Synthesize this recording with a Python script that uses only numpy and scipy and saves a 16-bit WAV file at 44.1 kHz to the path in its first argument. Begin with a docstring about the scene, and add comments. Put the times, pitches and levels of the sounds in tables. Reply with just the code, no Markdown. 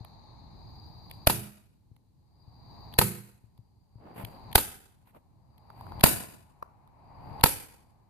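"""At the mouth of a garage, an electric staple gun fires five times into the vinyl top of a car.
The trigger clicks, a hard snap and a thump ring the car's panels, and the plunger clacks back.
In between, hands bump and rub the vinyl and the gun's nose ticks on it; the walls echo it all.
The town rumbles, insects call and a distant car goes by. An automatic volume control turns
everything down at each shot, so these outdoor sounds drop away and then swell back."""
import sys
import numpy as np
from scipy import signal
from scipy.fft import rfft, irfft
from scipy.io import wavfile
from scipy.ndimage import uniform_filter1d, minimum_filter1d, map_coordinates

SR = 44100
rng = np.random.default_rng(int(sys.argv[2]) if len(sys.argv) > 2 else 0)


def to_wav(sig):
    """Store sig (one row per channel, or 1-D mono) as 16-bit WAV at the path in sys.argv[1].

    Samples outside -1..1 are clipped; the rate is SR.
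    """
    pcm = np.clip(np.atleast_2d(sig), -1, 1) * 32767
    pcm = np.round(pcm).astype(np.int16)
    wavfile.write(sys.argv[1], SR, pcm.T)  # frames by channels


N = 357142
TIME = np.arange(int(.8 * SR)) / SR  # the clock of one short sound, in seconds


def gain(db):
    """Turn decibels into a number to multiply a sound by."""
    return 10 ** (np.asarray(db) / 20)


def add(out, start_s, sound):
    """Mix a sound in from its start time."""
    i = max(int(start_s * SR), 0)
    out[:, i:i + sound.shape[-1]] += sound[..., :N - i]


def colour(x, tone, size=4096):
    """Shape a sound with a table of pitches and levels; white noise keeps its overall power."""
    hz, db = np.transpose(tone)
    curve = gain(np.interp(np.log(np.arange(size // 2 + 1) * SR / size + 1), np.log(hz), db))
    # build the filter so that it never rings before the sound arrives
    cepstrum = irfft(np.log(curve)) * (1 + np.sign(np.fft.fftfreq(size)))
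    response = irfft(np.exp(rfft(cepstrum)))
    return signal.fftconvolve(x, response[None] / np.linalg.norm(response))[:, :x.shape[1]]


def noise(count, alike_hz=500):
    """Stereo noise whose left and right sides are alike below alike_hz."""
    mid, side = rng.standard_normal((2, count))
    side = signal.lfilter(*signal.butter(1, alike_hz, "high", fs=SR), side)
    return np.array([mid + side, mid - side]) / np.sqrt(2)


def wobble(rate_hz, count=len(TIME)):
    """A random wander, mostly between -1 and 1."""
    step = max(int(SR / rate_hz), 1)
    return uniform_filter1d(np.repeat(rng.standard_normal(count // step + 1), step), step)[:count]


def fade(fade_s):
    """Die away by 60 dB in fade_s seconds."""
    return gain(-60 * TIME / fade_s)


def ring(hz, fade_s):
    """One fading note of something struck."""
    return np.sin(2 * np.pi * hz * TIME) * fade(fade_s)


# the low rumble of town and engine (pitch [Hz], level [dB])
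RUMBLE_TONE = [(20, -6), (60, 4), (120, 4), (200, -5.5), (300, -12), (600, -26), (1500, -56.5)]
# the rush of tyres on the road (pitch [Hz], level [dB])
TYRE_TONE = [(60, -18.5), (250, 2), (500, -1), (850, 13), (1050, 7.5), (1400, -10.5), (2400, -12.5),
             (3300, -28.5), (6500, -43), (13000, -37.5)]
def traffic(road_m=15, speed_m_s=24, nearest_s=7.05, town_db=-52, engine_db=-34, tyres_db=-38):
    """The town rumbles; one car's engine and tyres grow as it nears and fade as it leaves."""
    nearness = road_m / np.hypot(road_m, speed_m_s * (np.arange(N) / SR - nearest_s))
    rumble = colour(noise(N, alike_hz=160), RUMBLE_TONE) * gain(2.5 * wobble(3.8, N))
    rumble *= np.hypot(gain(town_db), gain(engine_db) * nearness)
    tyres = colour(noise(N, alike_hz=800), TYRE_TONE) * gain([[2], [-2]])  # a little to the left
    return rumble + tyres * gain(tyres_db) * nearness


# the drone of many insects (pitch [Hz], level [dB])
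CHORUS_TONE = [(2500, -45), (3500, -13.5), (3950, 4), (4400, 3.5), (4800, 1.5), (5250, -23.5), (6600, -15),
               (7500, -35.5), (14000, -28)]
# the whine of the nearest insect (pitch [Hz], level [dB])
WHINE_TONE = [(3500, -43), (4400, -18.5), (4600, 0.5), (4740, 1.5), (4900, -16.5), (5300, -38.5),
              (8500, -51.5), (9400, -31), (10400, -47), (14000, -24)]
# that insect starts a call (time [s])
CALL_TIMES = [.45, 2.1, 3.35, 5.25, 6.8]
def insects(chorus_db=-65, call_db=-61.5, sharp_share=.029, sag_s=.3):
    """A chorus drones on while the nearest insect calls and rests, its pitch sagging in each call."""
    out = colour(noise(N), CHORUS_TONE) * gain(chorus_db + 1.2 * wobble(60, N))
    whine = colour(noise(N), WHINE_TONE) * gain(call_db + 2 * wobble(90, N))
    corners_s = np.cumsum([0, .3, .62, .45])  # swell, hold, fade
    t = np.arange(int(corners_s[-1] * SR)) / SR
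    swell = np.interp(t, corners_s, [0, 1, 1, 0])
    position = np.cumsum(1 + sharp_share * np.exp(-t / sag_s))  # faster at first, so higher
    for s in CALL_TIMES:
        call = np.array([map_coordinates(side, [s * SR + position], mode="mirror") for side in whine])
        add(out, s, swell * call)
    return out * gain([[2], [-2]])  # a little to the left


def thump(hz, fade_s, left_db, lag_s):
    """The padded top gives under a push: a low swing that reaches the right side later."""
    swing = ring(hz, fade_s) * (1 - np.exp(-TIME / .00022))
    return np.array([gain(left_db) * swing, np.interp(TIME - lag_s, TIME, swing, left=0)])


# soft bumps on the car's top (time [s], level [dB])
SOFT_BUMPS = [(.008, -37.5), (1.915, -22), (2.478, -34), (3.44, -22.5), (3.59, -20), (3.956, -21),
              (4.237, -24.5), (7.312, -32)]
def bumps():
    """Hands and gun bump the padding, which answers with a dull thud."""
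    out = np.zeros((2, N))
    for s, db in SOFT_BUMPS:
        add(out, s, gain(db) * thump(hz=112, fade_s=.07, left_db=8.5, lag_s=.00019))
    return out


# the tone of the garage's echo (pitch [Hz], level [dB])
ECHO_TONE = [(40, -1.5), (100, 2), (220, 0), (500, -2.5), (1000, -4), (2500, -3), (4400, -8.5), (7000, 4),
             (10000, 2), (14500, 0)]
def garage_echo(x, bass_fade_s=.67, mid_fade_s=.61, treble_fade_s=.42):
    """Sound bounces off the walls: separate echoes blur into a wash, and the bass lasts longest."""
    bounces_db = 3 * wobble(220) + 7 * np.exp(-TIME / .06) * wobble(2500)
    wash = noise(len(TIME), alike_hz=296) * gain(bounces_db)
    bass, below_treble, treble = (signal.sosfilt(signal.butter(2, hz, kind, fs=SR, output="sos"), wash)
                                  for hz, kind in [(300, "low"), (6000, "low"), (6000, "high")])
    mid = below_treble - bass
    tail = bass * fade(bass_fade_s) + mid * fade(mid_fade_s) - treble * fade(treble_fade_s)
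    build_up = np.clip((TIME - .004) / .015, 0, 1)
    tail = colour(tail * build_up, ECHO_TONE)
    return signal.fftconvolve(x, tail / np.sqrt(np.sum(tail ** 2) / 2), axes=1)[:, :N]


def chatter(lead_s, rise_s, stay_s, fall_s, rough_db):
    """A crowd of tiny hits builds up to the contact at lead_s, stays a moment and dies away."""
    t = TIME - lead_s
    shape = np.exp(np.minimum(t, 0) / rise_s - np.maximum(t - stay_s, 0) / fall_s)
    hits = noise(len(t), alike_hz=300) * shape * gain(rough_db * wobble(2500))
    return hits * np.sqrt(np.sum(shape ** 2) / np.mean(np.sum(hits ** 2, axis=1)))


# a light click of the gun (pitch [Hz], level [dB])
CLICK_TONE = [(100, -13), (1000, 0.5), (2600, 8.5), (4200, 5), (6000, -15.5), (8500, -7), (11500, 4.5),
              (14500, -1.5)]
# a knock on the strip under the vinyl that takes the staples (pitch [Hz], level [dB])
STRIP_TONE = [(60, -12.5), (300, -9), (600, -4), (950, 5.5), (1350, -3), (1800, -17.5), (2700, -18.5),
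              (3800, -37), (14000, -49.5)]
TICK_LEAD_S = .004
def tick(click_db, knock_db):
    """One light contact: a bright click from the gun and a dull knock from the strip."""
    contact = chatter(TICK_LEAD_S, rise_s=.0012, stay_s=.00041, fall_s=.0013, rough_db=1)
    return gain(click_db) * colour(contact, CLICK_TONE) + gain(knock_db) * colour(contact, STRIP_TONE)


# the gun's nose touches down (time [s], click level [dB], knock level [dB])
NOSE_TAPS = [(0.0487, -46, -44), (1.965, -34.5, -36), (3.578, -36, -35.5), (4.2496, -23, -39.5),
             (5.074, -39.5, -28), (5.149, -43, -26), (5.581, -37, -38), (5.703, -43.5, -25.5),
             (5.811, -40, -28.5), (5.868, -48.5, -32.5), (5.921, -47.5, -30), (6.627, -24.5, -1.5),
             (6.876, -38, -28.5)]
def nose_taps():
    """The gun's nose taps the strip as it is put in place."""
    out = np.zeros((2, N))
    for s, click_db, knock_db in NOSE_TAPS:
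        add(out, s - TICK_LEAD_S, tick(click_db, knock_db))
    return out


# the trigger is pulled (time [s], click level [dB])
TRIGGER_PULLS = [(1.113, -37.5), (2.94, -38), (4.5295, -34.5), (6.01, -27.5), (7.4115, -31)]
def trigger(knock_db=-46, slack_s=.013, slack_db=-14.5):
    """The trigger takes up its slack with a lighter tick, then clicks."""
    out = np.zeros((2, N))
    for s, click_db in TRIGGER_PULLS:
        add(out, s - slack_s - TICK_LEAD_S, gain(slack_db) * tick(click_db, knock_db))
        add(out, s - TICK_LEAD_S, tick(click_db, knock_db))
    return out


# the notes of the gun's case and steel staple holder (pitch [Hz], width [Hz], level [dB])
BODY_NOTES = [(1374, 46, -5.5), (1530, 240, -1), (1910, 64, -1), (2490, 710, -3), (4010, 46, -2),
              (4610, 250, -3.5), (10800, 100, -7.5), (11940, 900, -2.5), (13700, 600, -3.5)]
# the overall tone of the snap (pitch [Hz], level [dB])
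SNAP_TONE = [(40, -19.5), (250, 3), (500, 2), (1100, -3), (2000, -7), (3200, -7.5), (4400, -2.5),
             (5600, -14), (7500, -12), (9500, -4.5), (11000, -1.5), (14500, -7.5)]
def gun_body(hits):
    """Hits inside the gun make its case and steel parts ring."""
    ringing = sum(gain(db) * signal.lfilter(*signal.iirpeak(hz, hz / width_hz, fs=SR), hits)
                  for hz, width_hz, db in BODY_NOTES)
    return colour(hits + ringing, SNAP_TONE)


def strip_knock(hz, fade_s=.032, upper_db=-6):
    """The struck strip gives three short notes, each shared differently between left and right."""
    upper_notes = [gain(upper_db) * ring(hz * ratio, fade_s) for ratio in (1.4, 1.1)]
    shares = 1 + .35 * rng.standard_normal((2, 3))
    return shares @ np.array([ring(hz, fade_s), *upper_notes])


# the notes of the car's top (pitch [Hz], level [dB], fade time before the vinyl settles [s])
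PANEL_NOTES = [(97.5, -10, 0.5), (121.6, -3.5, .65), (146.4, -8.5, 0.56), (174.4, -7.5, 0.5),
               (202.3, -9, 0.87), (235, -13.5, .4), (348, -12, 0.54), (400, -11.5, .42), (475, -16, .35)]
def car_panels(waver_db=3, settle_after_s=.22, settle_fade_s=.73):
    """The panels waver as loose vinyl touches and leaves them, and die faster once it settles."""
    notes = np.zeros(len(TIME))
    for hz, db, fade_s in PANEL_NOTES:
        level = gain(db + waver_db * wobble(28))
        notes += level * ring(hz * (1 + .015 * rng.standard_normal()), fade_s)
    build_up = 1 - np.exp(-TIME / .021)
    settle = gain(-60 * np.maximum(TIME - settle_after_s, 0) / settle_fade_s)
    return notes * build_up * settle * gain([[-6], [0]])  # quieter on the left


# the five shots (time [s], snap level [dB], knock level [dB], knock pitch [Hz],
# thump level [dB], thump pitch [Hz], panel level [dB], echo level [dB])
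STAPLE_SHOTS = [(1.272, 12.5, 10, 627, 22.5, 115, 1, -7.5), (2.9886, 15, 3, 870, 21.5, 140.1, 5, -8),
                (4.5557, 17.5, 9, 863, 23.5, 80.3, -15.5, -10.5),
                (6.0386, 19, 9.5, 711, 26.5, 188, -14.5, -5), (7.439, 17, 12.5, 949, 24.5, 161, -26, -8.5)]
# the plunger, which drives the staple, lands back on its stop (time [s])
RETURN_TIMES = [1.2991, 3.0149, 4.5804, 6.0609, 7.4598]
def staple_gun(lead_s=.012, return_snap_db=4, return_knock_db=5, padding_db=-6):
    """The plunger slides, drives the staple home and springs back; the car and garage ring on."""
    out, to_walls = np.zeros((2, 2, N))
    for shot, back_s in zip(STAPLE_SHOTS, RETURN_TIMES):
        s, snap_db, knock_db, knock_hz, thump_db, thump_hz, panel_db, echo_db = shot
        snaps, thuds = np.zeros((2, 2, N))
        blow = chatter(lead_s, rise_s=.0017, stay_s=.0019, fall_s=.0028, rough_db=4.5)
        add(snaps, s - lead_s, gain(snap_db) * gun_body(blow))
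        add(thuds, s - .001, gain(knock_db) * strip_knock(knock_hz))
        add(thuds, s - .001, gain(thump_db) * thump(thump_hz, fade_s=.02, left_db=-6, lag_s=.0015))
        # the return is a longer slide and a lighter blow
        clack = chatter(lead_s, rise_s=.0027, stay_s=.00094, fall_s=.009, rough_db=.5)
        add(snaps, back_s - lead_s, gain(return_snap_db) * gun_body(clack))
        add(thuds, back_s - .0005, gain(return_knock_db) * strip_knock(hz=905))
        out += snaps + thuds
        add(out, s, gain(panel_db) * car_panels())
        # thuds come from under the padding: strong close by, weak at the walls
        to_walls += gain(echo_db) * (snaps + gain(padding_db) * thuds)
    return out + garage_echo(to_walls)


# a hand pulls and rubs the vinyl (middle time [s], length [s], rub level [dB], scrape level [dB])
HAND_STROKES = [(4.071, 0.25, -31.5, -64), (4.197, .14, -28, -37.5), (4.3, .3, -42, -64),
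                (5.086, .09, -44, -39.5), (5.161, .09, -30.5, -44.5), (5.82, .45, -53, -56.5),
                (7.299, 0.47, -43.5, -62)]
# the dull rub (pitch [Hz], level [dB])
RUB_TONE = [(40, -1.5), (160, 9), (400, 0), (850, 0.5), (1400, -13.5), (2500, -23.5), (4000, -34.5),
            (7000, -48), (14500, -44)]
# the dry scrape (pitch [Hz], level [dB])
SCRAPE_TONE = [(200, -8.5), (1000, 2), (2500, 1.5), (4000, -11), (6000, -25), (8300, -12.5), (11800, -3),
               (14500, -5)]
def vinyl_rubs():
    """A hand slides over vinyl: each stroke swells and eases off, gripping and slipping on the way."""
    out = np.zeros((2, N))
    for middle_s, length_s, rub_db, scrape_db in HAND_STROKES:
        swell = np.sin(np.pi * np.minimum(TIME / length_s, 1)) ** 2
        grip = gain(2.5 * wobble(400) + 1.2 * wobble(35))
        rub = gain(rub_db) * colour(noise(len(TIME)), RUB_TONE)
        scrape = gain(scrape_db) * colour(noise(len(TIME)), SCRAPE_TONE)
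        add(out, middle_s - length_s / 2, swell * grip * (rub + scrape))
    return out


def scene(hands_echo_db=-14):
    """The gun, the hands with their echo, and the world outside."""
    shots = staple_gun()
    hands = trigger() + nose_taps() + bumps() + vinyl_rubs()
    return shots + hands + gain(hands_echo_db) * garage_echo(hands) + traffic() + insects()


def volume_control(x, limit_db=-3, max_cut_db=25, hold_s=.89, recover_db_per_s=41):
    """A loud peak pulls the volume down just before it lands; the volume waits, then creeps back."""
    over_db = 20 * np.log10(np.abs(x).max(axis=0) + 1e-9) - limit_db
    half_hold = int(hold_s * SR / 2)
    held_db = minimum_filter1d(-np.clip(over_db, 0, max_cut_db), 2 * half_hold + 1, origin=half_hold)
    ramp_db = recover_db_per_s * np.arange(N) / SR
    volume_db = ramp_db + np.minimum.accumulate(held_db - ramp_db)
    ahead, smoothing = int(.012 * SR), int(.003 * SR)
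    early_db = np.pad(volume_db, (0, ahead), "edge")[ahead:]
    return x * gain(uniform_filter1d(early_db, smoothing))


def record(dry, hiss_db=-84, low_noise_db=-62, low_cut_hz=32, top_cut_hz=14700):
    """Control the volume, add faint steady noise, and trim the deepest bass and highest treble."""
    wet = volume_control(dry) + gain(low_noise_db) * colour(noise(N, alike_hz=100), RUMBLE_TONE)
    wet = signal.lfilter(*signal.butter(1, low_cut_hz, "high", fs=SR), wet)
    wet += gain(hiss_db) * rng.standard_normal((2, N))
    wet = np.clip(wet, -1, 1)  # the snaps overload
    return signal.sosfilt(signal.ellip(12, .2, 90, top_cut_hz, fs=SR, output="sos"), wet)


dry = scene()
out = record(dry)
to_wav(out)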